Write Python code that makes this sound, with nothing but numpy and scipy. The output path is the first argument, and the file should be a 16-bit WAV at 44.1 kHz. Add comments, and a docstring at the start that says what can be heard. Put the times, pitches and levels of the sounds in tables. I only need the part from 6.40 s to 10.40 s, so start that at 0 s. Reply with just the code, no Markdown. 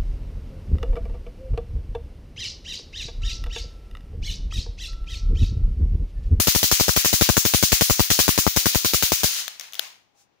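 """Stun gun in a hard-walled room

A homemade stun gun arcs about eleven times a second, close to the two microphone ports of a phone.
Each spark is a burst of noise with wall reflections and a grainy room tail; it overloads the ports with
a low pop, and pops the left one again as an echo returns. A limiter holds the train down and lets the room
swell after the last spark; then the plastic case clicks as ringing modes, over a soft rub and quiet air."""
import sys
import numpy as np
from scipy import signal
from scipy.fft import rfft, irfft, next_fast_len
from scipy.io import wavfile
from scipy.ndimage import uniform_filter1d, minimum_filter1d

SR = 44100
rng = np.random.default_rng(int(sys.argv[2]) if len(sys.argv) > 2 else 0)


def generate_wav(sig):
    """Save sig (samples, or channels by samples) to the path in sys.argv[1] as 16-bit PCM at SR."""
    pcm = np.round(np.clip(np.atleast_2d(sig).T, -1, 1) * 32767).astype(np.int16)
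    wavfile.write(sys.argv[1], SR, pcm)


N = 176400

# The train of arcs. Each row: start in seconds, relative spark strength in dB, left port pop in dB,
# echo pop in dB, right port pop in dB, rasp in dB, echo delay in seconds.
ARCS = [(-0.008, 0.0, -5.0, -5.0, -18.0, -13.0, 0.0102), (0.0721, 1.4, -9.0, -2.0, -28.0, -9.0, 0.0102),
        (0.1497, 0.6, -11.0, -4.0, -21.0, -11.0, 0.0102), (0.2305, 1.1, -14.0, -11.0, -9.0, -17.0, 0.0109),
        (0.3143, 1.7, -7.0, -5.0, -21.0, -11.0, 0.0101), (0.3987, 0.1, -9.0, -3.0, -16.0, -11.0, 0.0103),
        (0.4822, -1.6, -7.0, -3.0, -16.0, -7.0, 0.0101), (0.5637, -0.1, -9.0, -5.0, -15.0, -10.0, 0.0101),
        (0.6476, 0.7, -11.0, -9.0, -22.0, -11.0, 0.0101), (0.7297, 0.5, -10.0, -5.0, -21.0, -11.0, 0.0086),
        (0.8111, 0.9, -7.0, 1.0, -24.0, -3.0, 0.0089), (0.89, -1.8, -6.0, 4.0, -22.0, -6.0, 0.0085),
        (0.9687, 0.7, -8.0, 0.0, -14.0, -7.0, 0.0086), (1.052, 0.1, -7.0, -8.0, -11.0, -12.0, 0.0087),
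        (1.1377, 1.0, -9.0, 0.0, -16.0, -9.0, 0.0087), (1.227, 1.0, -8.0, 0.0, -17.0, -8.0, 0.0086),
        (1.3203, 1.5, -9.0, 0.0, -17.0, -9.0, 0.0086), (1.4106, 1.3, -7.0, 0.0, -16.0, -9.0, 0.0087),
        (1.4986, 0.1, -7.0, -1.0, -6.0, -9.0, 0.0087), (1.5952, 0.1, -9.0, 1.0, -5.0, -9.0, 0.0088),
        (1.7032, 1.8, -22.0, -6.0, -11.0, -7.0, 0.0099), (1.7905, 2.2, -5.0, -10.0, -25.0, -8.0, 0.0098),
        (1.8805, -0.2, -3.0, 0.0, -29.0, -7.0, 0.0093), (1.9779, -0.0, -7.0, -2.0, -31.0, -9.0, 0.009),
        (2.0663, -3.6, 0.0, -3.0, -31.0, -5.0, 0.009), (2.1632, 0.3, -11.0, -4.0, -29.0, -9.0, 0.0089),
        (2.2577, -0.7, -10.0, -3.0, -29.0, -10.0, 0.0089), (2.348, -1.9, -15.0, -2.0, -30.0, -12.0, 0.0089),
        (2.4473, -0.2, -10.0, -12.0, -29.0, -11.0, 0.0087),
        (2.5357, -0.4, -10.0, -6.0, -29.0, -9.0, 0.0089), (2.6251, 0.4, -9.0, -8.0, -30.0, -15.0, 0.0089),
        (2.7199, -1.4, -4.0, -12.0, -30.0, -12.0, 0.0088), (2.8339, 0.1, -8.0, -4.0, -22.0, -14.0, 0.0092)]
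# Colour of the bare crack. Each row: frequency in Hz, level in dB.
CRACK_COLOUR = [(60, -4), (400, -3), (1500, -1), (4000, 0), (9000, -4), (16000, -3)]
# First reflections off the walls. Each row: delay in seconds, left level in dB, right level in dB.
WALL_REFLECTIONS = [(.0032, -8, -20), (.0061, -8, -7), (.0105, -8, -11), (.0148, -9, -10)]
# Colour of the room after an arc. Each row: frequency in Hz, level in dB.
ARC_ROOM_COLOUR = [(40, -22), (150, -21), (600, -19), (1100, -13), (2200, -5), (4000, 0), (7000, 0),
                   (11000, -.5), (16000, -1)]
# How long the room rings. Each row: frequency in Hz, time to fall 60 dB in seconds.
ROOM_DECAY = [(300, .38), (1000, .44), (3000, .41), (7000, .36), (15000, .31)]
# Colour of the overloaded port's rasp. Each row: frequency in Hz, level in dB.
RASP_COLOUR = [(150, -18), (500, -5), (1250, 0), (1900, -5), (4000, -22), (12000, -40)]
# Clicks of the case. 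Each row: time in seconds, relative peak in dB, left over right in dB,
# ring frequency in Hz, room level in dB.
CASE_CLICKS = [(3.079, -13, 9, 2610, -33), (3.196, -19, 13, 5440, -32), (3.2, -25, -2, 2000, -42),
               (3.209, -21, 7.5, 5570, -43), (3.323, -31, 14, 6500, -60), (3.333, -15, 2.5, 3100, -34),
               (3.342, -21, 10, 5520, -42), (3.352, -20, 6.5, 3310, -44), (3.393, -7, 13, 3410, -28)]
# Modes of the plastic case. Each row: frequency in Hz, level in dB, time to fall 60 dB in seconds.
CASE_MODES = [(700, -27, .02), (1900, -11, .005), (3400, -5, .004), (5970, -14, .006), (14900, -17, .005)]
# Colour of the snap that opens a click. Each row: frequency in Hz, level in dB.
SNAP_COLOUR = [(100, -32), (500, -16), (1200, -2), (3000, 1), (7000, 0), (16000, -4)]
# Colour of the room after a click. Each row: frequency in Hz, level in dB.
CLICK_ROOM_COLOUR = [(100, -27), (400, -16), (700, -4), (1200, -5), (2300, 0), (4000, -1), (7000, -6),
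                     (11000, -8), (16000, -12)]
# Colour of fingers rubbing the case. Each row: frequency in Hz, level in dB.
RUB_COLOUR = [(200, -25), (1500, -6), (3500, -4), (6000, 0), (9000, -2), (15000, -14)]
# Colour of the quiet room air. Each row: frequency in Hz, level in dB.
AIR_COLOUR = [(25, -14), (100, 0), (350, -2), (600, -4), (850, -2), (1400, -10), (2600, -12), (6000, -22),
              (9000, -30), (16000, -35)]
# Response of the microphones. Each row: frequency in Hz, gain in dB.
MIC_RESPONSE = [(3500, 0), (5200, 2), (6600, 4), (8000, -4), (10500, -2), (13500, -2), (14600, 6),
                (15400, 7)]
# Response of the right port against the left. Each row: frequency in Hz, gain in dB.
RIGHT_PORT_RESPONSE = [(100, -10), (700, -9), (1600, -7), (2800, -1.5), (6000, -4), (10000, -3.5),
                       (14000, -9), (15500, -8)]

SPARK_GAIN_DB = 14.5  # lifts the sparks and their port pops over everything else
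ROOM_T = np.arange(int(.7 * SR)) / SR  # seconds, length of a room tail
SHORT_T = ROOM_T[:SR // 20]  # seconds, length of a crack, pop or click


def amp(db):
    """Decibels to gain."""
    return 10 ** (np.asarray(db) / 20)


def unit(x):
    """Scale to rms 1."""
    return x / np.sqrt(np.mean(x ** 2) + 1e-20)


def along(points, hz):
    """Read (Hz, value) points on a log frequency axis."""
    point_hz, value = np.transpose(points)[:2]
    return np.interp(np.log(hz + 1), np.log(point_hz + 1), value)


def colour(x, points):
    """Minimum-phase filter through (Hz, dB) points, so nothing sounds before its cause."""
    n = x.shape[-1]
    m = 2 * next_fast_len(n // 2 + 2048)
    log_gain = np.log(amp(along(points, np.fft.rfftfreq(m, 1 / SR))))
    cepstrum = irfft(log_gain)
    # Folding the cepstrum onto positive time makes the filter causal.
    cepstrum[1:m // 2] *= 2
    cepstrum[m // 2 + 1:] = 0
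    response = np.exp(rfft(cepstrum))
    return irfft(rfft(x, m) * response, m)[..., :n]


def noise(points, size):
    """Coloured noise of rms 1, unrelated left and right."""
    return unit(colour(rng.standard_normal((2, size)), points))


def add(out, start_s, x):
    """Mix x into out at start_s, trimming what falls outside."""
    k = int(round(start_s * SR))
    x = x[..., max(-k, 0):max(N - k, 0)]
    first = max(k, 0)
    out[..., first:first + x.shape[-1]] += x


def room_tail(white, spectrum, build_s):
    """Grainy reverberation that builds up quickly and decays at its own rate in each frequency band."""
    grain_db = 1.8 * unit(uniform_filter1d(rng.standard_normal(white.shape), size=24))
    coloured = unit(colour(white * amp(grain_db), spectrum))
    hz, t, bands = signal.stft(coloured, SR, nperseg=256)
    decay = amp(-60 * t / along(ROOM_DECAY, hz)[:, None])
    tail = signal.istft(bands * decay, SR, nperseg=256)[1]
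    return tail[:, :len(ROOM_T)] * (1 - np.exp(-ROOM_T / build_s))


def sparks():
    """Each arc: a crack, its first reflections, and a room tail, partly the same for every arc and mostly fresh."""
    crack_db, crack_right_db, crack_t60_s = -9, 2, .014
    tail_db, tail_build_s = -11.5, .006
    same_share = .3  # part of the tail noise power that every arc has in common
    colour_scatter_db = 1.5  # from arc to arc
    out = np.zeros((2, N))
    same = rng.standard_normal((2, len(ROOM_T)))
    for start_s, strength_db, *_ in ARCS:
        crack = noise(CRACK_COLOUR, len(SHORT_T)) * amp(-60 * SHORT_T / crack_t60_s)
        crack = amp(strength_db + crack_db) * amp([[0], [crack_right_db]]) * crack
        add(out, start_s, crack)
        for delay_s, left_db, right_db in WALL_REFLECTIONS:
            jitter_s = rng.normal(0, .0002)
            add(out, start_s + delay_s + jitter_s, crack * amp([[left_db], [right_db]]))
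        fresh = rng.standard_normal(same.shape)
        white = np.sqrt(same_share) * same + np.sqrt(1 - same_share) * fresh
        spectrum = [(hz, db + rng.normal(0, colour_scatter_db)) for hz, db in ARC_ROOM_COLOUR]
        add(out, start_s, amp(strength_db + tail_db) * room_tail(white, spectrum, tail_build_s))
    return amp(SPARK_GAIN_DB) * out


def pop(kick_decay_s, swing_delay_s, swing_rise_s, swing_decay_s, swing_db):
    """An overloaded port kicks one way and swings back more slowly, its timing scattered each time."""
    kick_rise_s, scatter = .00012, .35
    times = np.array([kick_decay_s, swing_delay_s, swing_rise_s, swing_decay_s])
    kick_decay, delay, swing_rise, swing_decay = times * np.exp(scatter * rng.standard_normal(4))
    late = np.maximum(SHORT_T - delay, 0)
    kick = (1 - np.exp(-SHORT_T / kick_rise_s)) * np.exp(-SHORT_T / kick_decay)
    swing = (1 - np.exp(-late / swing_rise)) * np.exp(-late / swing_decay)
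    return amp(swing_db) * swing / swing.max() - kick / kick.max()


def port_pops():
    """The shock wave pops both ports; its echo pops the left one again, which also rasps briefly each time."""
    pop_db, highpass_hz = 1, 50
    base_rasp_db, rasp_t60_s = -7.5, .024
    out = np.zeros((2, N))
    left, right = out
    for start_s, _, left_db, echo_db, right_db, rasp_db, echo_s in ARCS:
        rasp_fade = amp(rasp_db + base_rasp_db - 60 * SHORT_T / rasp_t60_s)
        direct_rasp, echo_rasp = rasp_fade * noise(RASP_COLOUR, len(SHORT_T))
        # Pop settings: kick decay s, swing delay s, swing rise s, swing decay s, swing dB.
        direct_pop = pop(.0004, .0006, .0003, .0007, -2)
        echo_pop = pop(.0006, .0016, .003, .0021, -8)
        right_pop = pop(.0007, .002, .002, .002, -12)
        add(left, start_s, amp(left_db) * direct_pop + direct_rasp)
        add(left, start_s + echo_s, amp(echo_db) * echo_pop + echo_rasp)
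        add(right, start_s, amp(right_db) * right_pop)
    highpass = signal.butter(2, highpass_hz, "hp", fs=SR, output="sos")
    return amp(SPARK_GAIN_DB + pop_db) * signal.sosfilt(highpass, out)


def case_clicks():
    """Short plastic clicks: a snap, a ring that depends on the spot, the modes of the case, and the room."""
    click_db, lag_s, rise_s = -2.5, .001, .0004
    ring_t60_s, snap_db, snap_t60_s, room_build_s = .004, -6, .01, .03
    out = np.zeros((2, N))
    for time_s, peak_db, pan_db, ring_hz, room_db in CASE_CLICKS:
        click = amp(snap_db - 60 * SHORT_T / snap_t60_s) * noise(SNAP_COLOUR, len(SHORT_T))[0]
        for hz, mode_db, t60_s in [*CASE_MODES, (ring_hz, 0, ring_t60_s)]:
            fade = amp(mode_db + rng.normal(0, 2) - 60 * SHORT_T / t60_s)
            click = click + fade * np.sin(2 * np.pi * hz * SHORT_T)
        click = click * (1 - np.exp(-SHORT_T / rise_s))
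        click = amp(peak_db + click_db) * click / np.abs(click).max()
        add(out, time_s + lag_s, click * amp([[pan_db / 2], [-pan_db / 2]]))
        white = rng.standard_normal((2, len(ROOM_T)))
        add(out, time_s + lag_s, amp(room_db) * room_tail(white, CLICK_ROOM_COLOUR, room_build_s))
    return out


def swell(centre_s, width_s):
    """Bell-shaped rise and fall of level."""
    return np.exp(-.5 * ((np.arange(N) / SR - centre_s) / width_s) ** 2)


def finger_rub():
    """Fingers shift on the case: a soft swell of friction noise."""
    return amp(-59) * swell(3.805, .028) * noise(RUB_COLOUR, N)


def faint_tone():
    """A faint tone swells and fades: noise in a narrow band."""
    hz = 810
    band = [(hz * .88, -60), (hz, 0), (hz * 1.12, -60)]  # Hz, dB
    return amp(-66) * swell(3.8, .06) * noise(band, N)


def room_air():
    """Quiet room air: steady noise, weak in the treble."""
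    return amp(-66) * noise(AIR_COLOUR, N)


def scene():
    """Everything as the two ports pick it up; the pops arise in the ports, past the microphone response."""
    in_room = sparks() + case_clicks() + finger_rub() + faint_tone() + room_air()
    left, right = colour(in_room, MIC_RESPONSE)
    return np.array([left, colour(right, RIGHT_PORT_RESPONSE)]) + port_pops()


def record(dry):
    """The microphones saturate; a limiter ducks at once, holds and releases; the top is cut off."""
    overload_db, ceiling_db = 14.5, -.3
    hold_s, release_db_per_s, top_hz = .058, 155, 15650
    x = dry / (1 + np.abs(dry / amp(overload_db)) ** 6) ** (1 / 6)
    peak_db = 20 * np.log10(np.abs(x).max(0) + 1e-9)  # louder port steers both
    need_db = np.minimum(ceiling_db - peak_db, 0)
    hold = 2 * int(hold_s * SR / 2) + 1
    held_db = minimum_filter1d(need_db, hold, origin=hold // 2, mode="nearest")
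    # On a rising ramp, a running minimum becomes a steady release.
    ramp_db = release_db_per_s * np.arange(N) / SR
    gain_db = np.minimum.accumulate(held_db - ramp_db) + ramp_db
    gain_db = uniform_filter1d(minimum_filter1d(gain_db, size=45), size=45)  # about 1 ms
    m = next_fast_len(N + SR // 2)
    lowpass = 1 / (1 + (np.fft.rfftfreq(m, 1 / SR) / top_hz) ** 200)
    return irfft(rfft(x * amp(gain_db), m) * lowpass, m)[:, :N]


dry = scene()
out = record(dry)
generate_wav(out)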